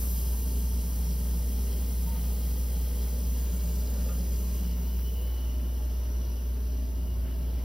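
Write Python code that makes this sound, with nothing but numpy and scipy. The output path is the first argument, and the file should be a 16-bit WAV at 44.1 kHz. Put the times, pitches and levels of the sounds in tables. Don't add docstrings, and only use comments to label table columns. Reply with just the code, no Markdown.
import sys
import numpy as np
from scipy import signal
from scipy.fft import rfft, irfft, next_fast_len
from scipy.io import wavfile
from scipy.ndimage import map_coordinates

SR = 44100
rng = np.random.default_rng(int(sys.argv[2]) if len(sys.argv) > 2 else 0)


def to_wav(s):
    ch = np.atleast_2d(s).T
    pcm = np.round(np.clip(ch, -1, 1) * 32767)
    wavfile.write(sys.argv[1], SR, pcm.astype(np.int16))


N = 336924
SHAFT_HZ = 59.69

# (frequency [Hz], correlation [-1..1])
PORT_LIKENESS = [(60, 1), (250, 1), (450, 0.9), (700, 0.71), (1300, 1), (3000, 0.93), (9000, 1)]


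def amp(db):
    return 10 ** (np.asarray(db) / 20)


def unit(x):
    return x / np.sqrt(np.mean(x ** 2) + 1e-20)


def along(points, hz):
    f, v = np.transpose(points)
    return np.interp(np.log(hz + 1), np.log(np.abs(f) + 1), v)


def clock():
    return np.arange(N) / SR


def curves(rows):
    s, *cols = np.transpose(rows)
    return [np.interp(clock(), s, c) for c in cols]


def wobble(rate_hz):
    knots = rng.standard_normal(int(N * rate_hz / SR) + 4)
    return map_coordinates(knots, [clock() * rate_hz])


def filtered(x, response):
    m = next_fast_len(N + SR // 2)
    spectrum = rfft(x, m) * response(np.fft.rfftfreq(m, 1 / SR))
    return irfft(spectrum, m)[..., :N]


def tone(hz, drift_rad):
    return np.sqrt(2) * np.sin(2 * np.pi * (hz * clock() + rng.random()) + drift_rad * wobble(1.95))


def blurred(hz, width_hz):
    steady_share = .45
    flutter = unit(wobble(width_hz)) + 1j * unit(wobble(width_hz))
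    envelope = np.sqrt(steady_share) + np.sqrt((1 - steady_share) / 2) * flutter
    return unit(np.real(envelope * np.exp(2j * np.pi * hz * clock())))


def rush(spectrum, likeness):
    def colour(hz):
        turn = np.arccos(np.clip(along(likeness, hz), -1, 1)) / 2
        return amp(along(spectrum, hz)) * [np.cos(turn), np.sin(turn)]
    mid, side = filtered(rng.standard_normal((2, N)), colour)
    return unit(np.array([mid + side, mid - side]))


def ring(x, modes):
    def band(f, hz, width):
        return 1j * f * width / (hz * hz - f * f + 1j * f * width)

    def bank(f):
        return sum((-1) ** k * amp(db) * band(f, hz, width) for k, (hz, width, db) in enumerate(modes))
    return unit(filtered(x, bank))


def gate(start_s, length_s, attack_s, release_s):
    t = clock() - start_s
    return np.clip(t / attack_s, 0, 1) * np.clip(1 - (t - length_s) / release_s, 0, 1)


def level(near_db, far_db):
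    # (time [s], place [0 beside the cabinet .. 1 beside the gauge])
    camera = [(0, 0.083), (3, 0.17), (3.6, 0.027), (4.6, 0.037), (5.2, 0.72), (6.9, 1), (7.64, 0.9)]
    away, = curves(camera)
    return near_db + (far_db - near_db) * away


def rippled(x, depth_db, spacing_hz, glide_hz, size):
    # (time [s], rate [changes/s])
    ripple_rate = [(0, .4), (3, .5), (3.4, 3), (4.5, 2), (4.8, 5), (7.64, 4)]
    hz, t, z = signal.stft(x, SR, nperseg=size)
    travel = np.cumsum(np.interp(t, *np.transpose(ripple_rate))) * t[1]
    place = np.broadcast_arrays((hz[:, None] - glide_hz * travel) / spacing_hz, travel)
    field = map_coordinates(rng.standard_normal((256, 64)), place, mode="mirror")
    gain = unit(amp(depth_db * unit(field)))
    return signal.istft(z * gain, SR, nperseg=size)[1][..., :N]


def draught():
    # (time [s], level [dB])
    draught_level = [(4.5, -91), (4.7, -66), (5.5, -55), (6.5, -59.5), (7.1, -46.5), (7.64, -52)]
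    # (frequency [Hz], relative density [dB/Hz])
    draught_colour = [(15, -15), (35, -3.5), (70, -6), (110, -4), (180, -11), (300, -30), (700, -66)]
    db, = curves(draught_level)
    return amp(db + 2 * wobble(8.7)) * rush(draught_colour, [(100, 0.0056)])


def blade_tones():
    # (frequency [Hz], width [Hz], level beside cabinet [dB], level beside gauge [dB])
    fan_tones = [(151.1, 14, -54.5, -62), (199.7, 17, -53.5, -63), (217, 18, -56, -64),
                 (260.5, 5, -58.5, -55), (286.3, 16, -64.5, -65), (356.6, 18, -76, -60.5),
                 (384.6, 16, -66, -66.5), (403.3, 10, -58, -68.5), (436, 16, -64, -67), (454, 24, -63, -77),
                 (582.5, 18, -69.5, -67.5), (631, 24, -74, -69)]
    return sum(amp(level(near, far)) * blurred(hz, width) for hz, width, near, far in fan_tones)


def standing_tones():
    # (time [s], low tone [dB], high tone [dB])
    standing = [(0, -51, -67), (.45, -56, -67), (.7, -47.5, -67), (1.4, -46.5, -66), (1.65, -51, -67),
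                (2.1, -47, -66), (2.8, -50, -65), (3.4, -47, -62), (4, -47.5, -61), (4.65, -46, -62),
                (4.85, -47, -72), (5.2, -55, -73), (5.6, -58, -63), (6.4, -59, -65.5), (6.8, -54, -60),
                (7.2, -55, -66), (7.64, -55, -66)]
    low_db, high_db = curves(standing)
    low = amp(low_db + 1.8 * wobble(16)) * tone(175.6, drift_rad=.5)
    return low + amp(high_db) * blurred(604, width_hz=24)


def cabinet_boom():
    # (frequency [Hz], width [Hz], relative level [dB])
    cabinet = [(177, 40, 0)]
    # (time [s], level [dB])
    boom = [(0, -51), (.4, -56), (.6, -48), (1.45, -48.5), (1.65, -54), (1.85, -47.5), (2.2, -45),
            (2.35, -52), (3.25, -50.5), (3.5, -45), (3.8, -50), (4.35, -48), (4.75, -50), (5.1, -62),
            (7.64, -62)]
    db, = curves(boom)
    return amp(db) * ring(ring(rng.standard_normal(N), cabinet), cabinet)


def fan_air():
    # (frequency [Hz], relative density [dB/Hz])
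    rumble_colour = [(15, -4), (30, -32), (52, 2.5), (80, 2), (125, -6.5), (185, -4), (230, -8), (300, -15),
                     (600, -48.5)]
    whir_colour = [(120, -26), (280, -2.5), (345, -4.5), (440, 0.5), (540, -2), (620, -8), (710, -9.5),
                   (930, -8.5), (1150, -14.5), (1600, -17), (2400, -18.5), (4500, -20), (9000, -48),
                   (16000, -24.5)]
    room_colour = [(25, -5), (70, 13), (140, 1.5), (220, -8.5), (350, 0.5), (500, -7), (610, -5), (720, -8),
                   (950, -9.5), (1300, -15), (1700, -18), (2300, -22.5), (6000, -21.5), (16000, -18)]
    # (frequency [Hz], correlation [-1..1])
    diffuse = [(60, 1), (250, 0.98), (550, 0.52), (850, -0.15), (1350, -0.38), (1900, -0.0016), (6000, 1)]
    # (time [s], direct whir [dB], room sound [dB])
    air_levels = [(0, -50, -58), (1.5, -50.5, -55.5), (2.1, -51, -52.5), (3.4, -50, -55.5),
                  (3.85, -50.5, -54), (4.65, -51, -53), (4.9, -52, -49), (5.55, -55, -45.5),
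                  (5.95, -54, -45.5), (7.1, -60, -45), (7.64, -51.5, -45.5)]
    whir_db, room_db = curves(air_levels)
    rumble_db = level(near_db=-42.0, far_db=-45.0) + 0.4 * wobble(7.8)
    rumble = amp(rumble_db) * rush(rumble_colour, PORT_LIKENESS)
    whir = amp(whir_db + 0.8 * wobble(7)) * rush(whir_colour, PORT_LIKENESS)
    room = amp(room_db) * rush(room_colour, diffuse)
    return rumble + rippled(whir + room, depth_db=2.2, spacing_hz=24, glide_hz=22, size=4096)


def fan():
    return blade_tones() + standing_tones() + cabinet_boom() + fan_air()


def click(start_s, db):
    decay_s = .012
    t = clock() - start_s
    colour = [(300, -20), (900, -2), (1700, 0), (4500, -5), (6500, -14), (9000, -50)]
    return amp(db) * (t > 0) * np.exp(-np.abs(t) / decay_s) * rush(colour, [(1000, 0.93)])


def handling():
    # (centre time [s], 1/e half-length [s], level [dB], spectral peak [Hz])
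    scuff_rows = [(4.615, .02, -42, 130), (4.64, 0.036, -61, 900), (7.295, 0.05, -61.5, 1700),
                  (7.275, .025, -57, 500), (7.445, .012, -64, 1800)]
    # (time [s], onset level [dB])
    ticks = [(4.5, -57), (4.583, -58), (4.705, -57), (4.99, -54), (5.598, -57), (6.56, -58), (7.255, -62)]

    def scuff(s, length_s, db, hz):
        swell = np.exp(-((clock() - s) / length_s) ** 2)
        colour = [(hz / 4, -18), (hz, 0), (hz * 2, -13), (hz * 6, -36), (hz * 20, -80)]
        return amp(db + 1.8 * wobble(150)) * swell * rush(colour, PORT_LIKENESS)
    return sum(scuff(*row) for row in scuff_rows) + sum(click(s, db) for s, db in ticks)


def tap(start_s, db, attack_s, crack_db):
    # (frequency [Hz], relative level [dB], 60 dB decay time [s])
    fitting = [(740, -3, .15), (1224, 2, 0.21), (1310, -2, .05), (1400, -2.5, .25), (1700, -2, .04),
               (2200, -14, 0.17), (2600, -2, 0.066), (2864, -14, .15), (3880, -8, .06)]
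    t = np.maximum(clock() - start_s, 0)
    modes = sum(amp(mode_db - 60 * t / t60_s) * np.sin(2 * np.pi * hz * t + .5 * wobble(120))
                for hz, mode_db, t60_s in fitting)
    return amp(db) * (1 - np.exp(-t / attack_s)) * modes + click(start_s, crack_db)


def squeak():
    # (time [s], length [s], mean pitch [Hz], peak level [dB], octave re fundamental [dB])
    catches = [(2.06, .044, 918, -49.5, -26), (2.106, .034, 908, -52.7, -21),
               (2.139, .036, 920, -51.2, -14)]

    def catch(s, length_s, hz, db, octave_db):
        phase = 2 * np.pi * np.cumsum(hz * (1 + .007 * wobble(160))) / SR
        wave = np.sin(phase) + amp(octave_db) * np.sin(2 * phase)
        envelope = gate(s, length_s, attack_s=.008, release_s=.012)
        return envelope * amp(db + 1.2 * wobble(130)) * wave
    return sum(catch(*row) for row in catches)


def singing():
    # (time [s], centre [Hz], level [dB])
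    singing_band = [(0, 12950, -44.5), (.3, 12920, -49.5), (.8, 12900, -59), (3.0, 12800, -63),
                    (3.55, 12850, -62), (3.7, 13500, -57), (4.6, 13480, -55), (4.75, 13600, -64),
                    (5.0, 13600, -63), (5.25, 13900, -59), (5.6, 14100, -70), (7.64, 13500, -72)]
    centre_hz, db = curves(singing_band)
    phase = 2 * np.pi * np.cumsum(centre_hz) / SR
    skirt = [(150, -3.5), (350, -7), (700, -9), (1500, -36), (3000, -120)]
    band = sum(rush(skirt, [(100, 0.87)]) * wave(phase) for wave in (np.cos, np.sin))
    return amp(db + .8 * wobble(7.4)) * band


def bore_spectrum():
    # (frequency [Hz], 1/e half-width of power [Hz], relative level [dB])
    bore_modes = [(6500, 330, -5), (7191, 181, -1), (7780, 235, -1), (8599, 350, -1), (9143, 106, 0),
                  (9512, 290, -1), (10419, 202, -3), (11086, 165, -1), (11650, 300, -8), (12248, 131, -6),
                  (12859, 450, -1), (14566, 300, -7), (15269, 327, 0), (15680, 110, 0)]
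    # (frequency [Hz], relative density [dB/Hz])
    bore_floor = [(1500, -28), (3700, -14.5), (5000, -9), (5900, -10), (9000, -8.5), (14000, -8.5),
                  (15800, -9), (16500, -60)]
    hz = np.geomspace(1000, SR / 2, 900)
    peaks = sum(amp(db) ** 2 * np.exp(-((hz - centre) / width) ** 2) for centre, width, db in bore_modes)
    return np.column_stack([hz, 10 * np.log10(peaks + amp(along(bore_floor, hz)) ** 2)])


def refrigerant():
    # (time [s], bore [dB], plain hiss [dB], top fizz [dB], room echo [dB])
    gas = [(0.0, -40.5, -44, -70, -66), (0.15, -42.5, -48, -70, -66), (0.8, -45, -52, -70, -64),
           (1.5, -45.5, -56, -68, -62), (2.6, -46, -55, -61, -60), (3.1, -47, -51.5, -58, -59),
           (3.4, -51, -47.5, -56, -58), (3.8, -58, -46.5, -59, -59), (4.55, -64, -47, -63, -60),
           (4.72, -64, -51, -58, -59), (4.9, -68, -54, -50.5, -55), (5.2, -62, -54, -52.5, -59),
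           (5.65, -66, -64, -63, -56), (6.4, -75, -72, -70, -56.5), (6.9, -68, -75, -66, -61),
           (7.64, -70, -63, -63, -65)]
    # (frequency [Hz], relative density [dB/Hz])
    hiss_colour = [(1500, -25), (3700, -14), (5000, -9), (6000, -5), (7000, 0), (7900, 0), (9400, 0),
                   (10300, -2), (11500, -5), (12500, -4), (14200, -1.5), (15800, 1), (16500, -60)]
    fizz_colour = [(9000, -35), (12500, -16), (13500, -6), (14300, -4), (15200, 0), (15800, 1),
                   (16300, -60)]
    echo_colour = [(3000, -12), (5000, -5), (6100, 1.5), (7000, -4), (7900, 0), (9400, -.5), (10300, 0),
                   (11500, -2.5), (12700, 0), (14200, -2), (15700, 2.5), (16300, -60)]
    # (frequency [Hz], correlation [-1..1])
    direct = [(5000, .97), (6500, .78), (7100, .998), (8800, .998), (10500, .75), (12000, .998),
              (13800, .998), (15000, .75)]
    bore_db, hiss_db, fizz_db, echo_db = curves(gas)
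    near = amp(bore_db) * rush(bore_spectrum(), direct) + singing()
    parts = [(hiss_db, hiss_colour), (fizz_db, fizz_colour), (echo_db, echo_colour)]
    far = sum(amp(db) * rush(colour, direct) for db, colour in parts)
    swept = rippled(far, depth_db=1.4, spacing_hz=420, glide_hz=400, size=1024)
    both = rippled(near + swept, depth_db=1.7, spacing_hz=110, glide_hz=60, size=2048)
    return both * amp(.35 * wobble(20))


def motor_hum(drift_rad):
    mains_hz, in_step_s = 59.99, 3.98
    # (multiple, mains order [dB], shaft order [dB])
    magnetic = [(2, -56.5, -67), (4, -53, -59)]

    def order(hz):
        return np.sqrt(2) * np.sin(2 * np.pi * hz * (clock() - in_step_s) + drift_rad * wobble(1.72))
    hum = sum(amp(mains_db) * order(k * mains_hz) + amp(shaft_db) * order(k * SHAFT_HZ)
              for k, mains_db, shaft_db in magnetic)
    return amp(level(near_db=0, far_db=-4.5)) * hum


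def strokes(rough, scatter_db, puff_turns):
    turns = SHAFT_HZ * clock() + 0.0018 * wobble(3.06)
    slap = np.sinc((turns - np.round(turns)) * SR / SHAFT_HZ / 2) * amp(scatter_db * wobble(40))
    puff = np.exp(-(turns % 1) / puff_turns) * rush([(1000, 0)], [(1000, 0.52)])

    def steel(hz):
        colour = amp(along([(800, -25), (2500, 12.0), (6000, 15.5), (9000, -41.0)], hz))
        return colour * np.exp(-2j * np.pi * 2.5 * np.sqrt(hz))
    return filtered(unit(slap) + rough * unit(puff), steel)


def shell_buzz():
    # (frequency [Hz], width [Hz], relative level [dB])
    shell = [(2070, 40, -13), (2334, 30, -11), (2770, 30, -8), (2840, 36, -4), (2880, 30, -7),
             (3035, 45, -9), (3470, 60, -13.5), (4010, 43, -8.5), (4144, 40, -6.5), (4725, 44, -4.5),
             (4930, 45, -6), (4970, 43, -5), (5300, 47, -5), (5630, 50, -3)]
    # (time [s], level [dB])
    middle_ring = [(0.0, -65), (3.53, -64.5), (3.76, -76), (4.2, -68), (5.04, -71), (5.45, -68), (5.7, -73),
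                   (7.21, -76), (7.64, -67)]
    middle_db, = curves(middle_ring)
    drive = strokes(rough=1.55, scatter_db=3.5, puff_turns=0.7)
    buzz_db = level(near_db=-57.3, far_db=-66.5) + 0.5 * wobble(10)
    middle = amp(middle_db + 1.0 * wobble(6.6)) * ring(drive, [(3230, 37, 1), (3287, 27, -3.5)])
    return amp(buzz_db) * ring(drive, shell) + middle


def shell_lower_ring():
    # (time [s], level [dB])
    lower_ring = [(0, -68), (4.35, -70), (4.7, -63.5), (5.0, -65), (5.25, -62), (5.6, -64), (6, -66),
                  (7.64, -67)]
    # (frequency [Hz], width [Hz], relative level [dB])
    lower_modes = [(2767, 50, -5.5), (2872, 38, -0.5), (2985, 30, 1.5), (3010, 35, 0)]
    db, = curves(lower_ring)
    drive = strokes(rough=3.8, scatter_db=2.5, puff_turns=1.4)
    return amp(db + 2.2 * wobble(17)) * ring(drive, lower_modes)


def shell_upper_ring():
    modes_hz, width_hz = [5610, 5760, 5960], 190
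    # (time [s], level [dB], strongest pitch [Hz])
    upper_ring = [(0, -59, 5640), (.6, -57.5, 5660), (1, -60, 5660), (3.1, -61, 5660), (3.6, -62, 5950),
                  (4.6, -61.5, 5950), (4.85, -64, 5780), (5.08, -60, 5660), (5.23, -74, 5650),
                  (5.46, -57.5, 5630), (5.64, -72, 5650), (5.86, -70, 5650), (5.96, -58, 5700),
                  (6.25, -59, 5820), (6.55, -65, 5750), (6.9, -63, 5870), (7.1, -70, 5780),
                  (7.64, -63, 5650)]
    db, strongest_hz = curves(upper_ring)
    slaps = strokes(rough=1.8, scatter_db=3.5, puff_turns=.6)

    def steep(hz):
        mode = [(hz, width_hz, 0)]
        return ring(ring(slaps, mode), mode)
    blend = sum(np.sqrt(np.interp(strongest_hz, modes_hz, share)) * steep(hz)
                for hz, share in zip(modes_hz, np.eye(len(modes_hz))))
    return amp(db + 1.6 * wobble(10)) * blend


def clinks_and_whistles():
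    pulsing_depth = .3
    # (time [s], length [s], level before pulsing [dB], multiple of the shaft rate)
    shell_notes = [(4.575, .018, -57, 48), (4.7, .02, -57, 50), (4.84, .12, -66, 50),
                   (5.035, .062, -56, 50), (5.13, .058, -56.5, 50), (5.215, .16, -62, 50),
                   (5.38, .085, -59.5, 50), (5.48, .08, -60, 50), (5.58, .2, -66, 50),
                   (6.21, .028, -60, 48), (7.08, .08, -66, 48)]

    def note(s, length_s, db, k):
        envelope = gate(s, length_s, attack_s=0.017, release_s=0.016)
        return amp(db + 1.2 * wobble(40)) * envelope * tone(k * SHAFT_HZ, drift_rad=.3)
    pulsing = 1 + pulsing_depth * np.cos(2 * np.pi * SHAFT_HZ * clock() + wobble(11))
    return pulsing * sum(note(*row) for row in shell_notes)


def compressor():
    drone_db = level(near_db=-27.8, far_db=-29.5) + 0.058 * wobble(11)
    drone = amp(drone_db) * tone(SHAFT_HZ, drift_rad=0.022)
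    steel = shell_buzz() + shell_lower_ring() + shell_upper_ring() + clinks_and_whistles()
    return drone + motor_hum(drift_rad=0.064) + steel


def scene():
    knock = tap(start_s=4.087, db=-48.5, attack_s=0.004, crack_db=-55)
    return draught() + fan() + handling() + knock + squeak() + refrigerant() + compressor()


def record(dry):
    top_hz = 15780
    # (frequency [Hz], lead of left over right [rad])
    channel_phase = [(60, 0), (400, 0), (2000, -.15), (5150, -.15), (5950, -1.5), (7000, -3.1), (8900, -3.2),
                     (11750, -2 * np.pi), (14100, -2 * np.pi), (15700, -8.5)]
    # (frequency [Hz], left minus right [dB])
    port_balance = [(480, 0), (680, -2.6), (1050, 0)]

    def ports(hz):
        phase = np.exp(.5j * np.outer([1, -1], along(channel_phase, hz)))
        balance = amp(np.outer([.5, -.5], along(port_balance, hz)))
        return phase * balance * (hz < top_hz)
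    return filtered(dry, ports)


dry = scene()
out = record(dry)
to_wav(out)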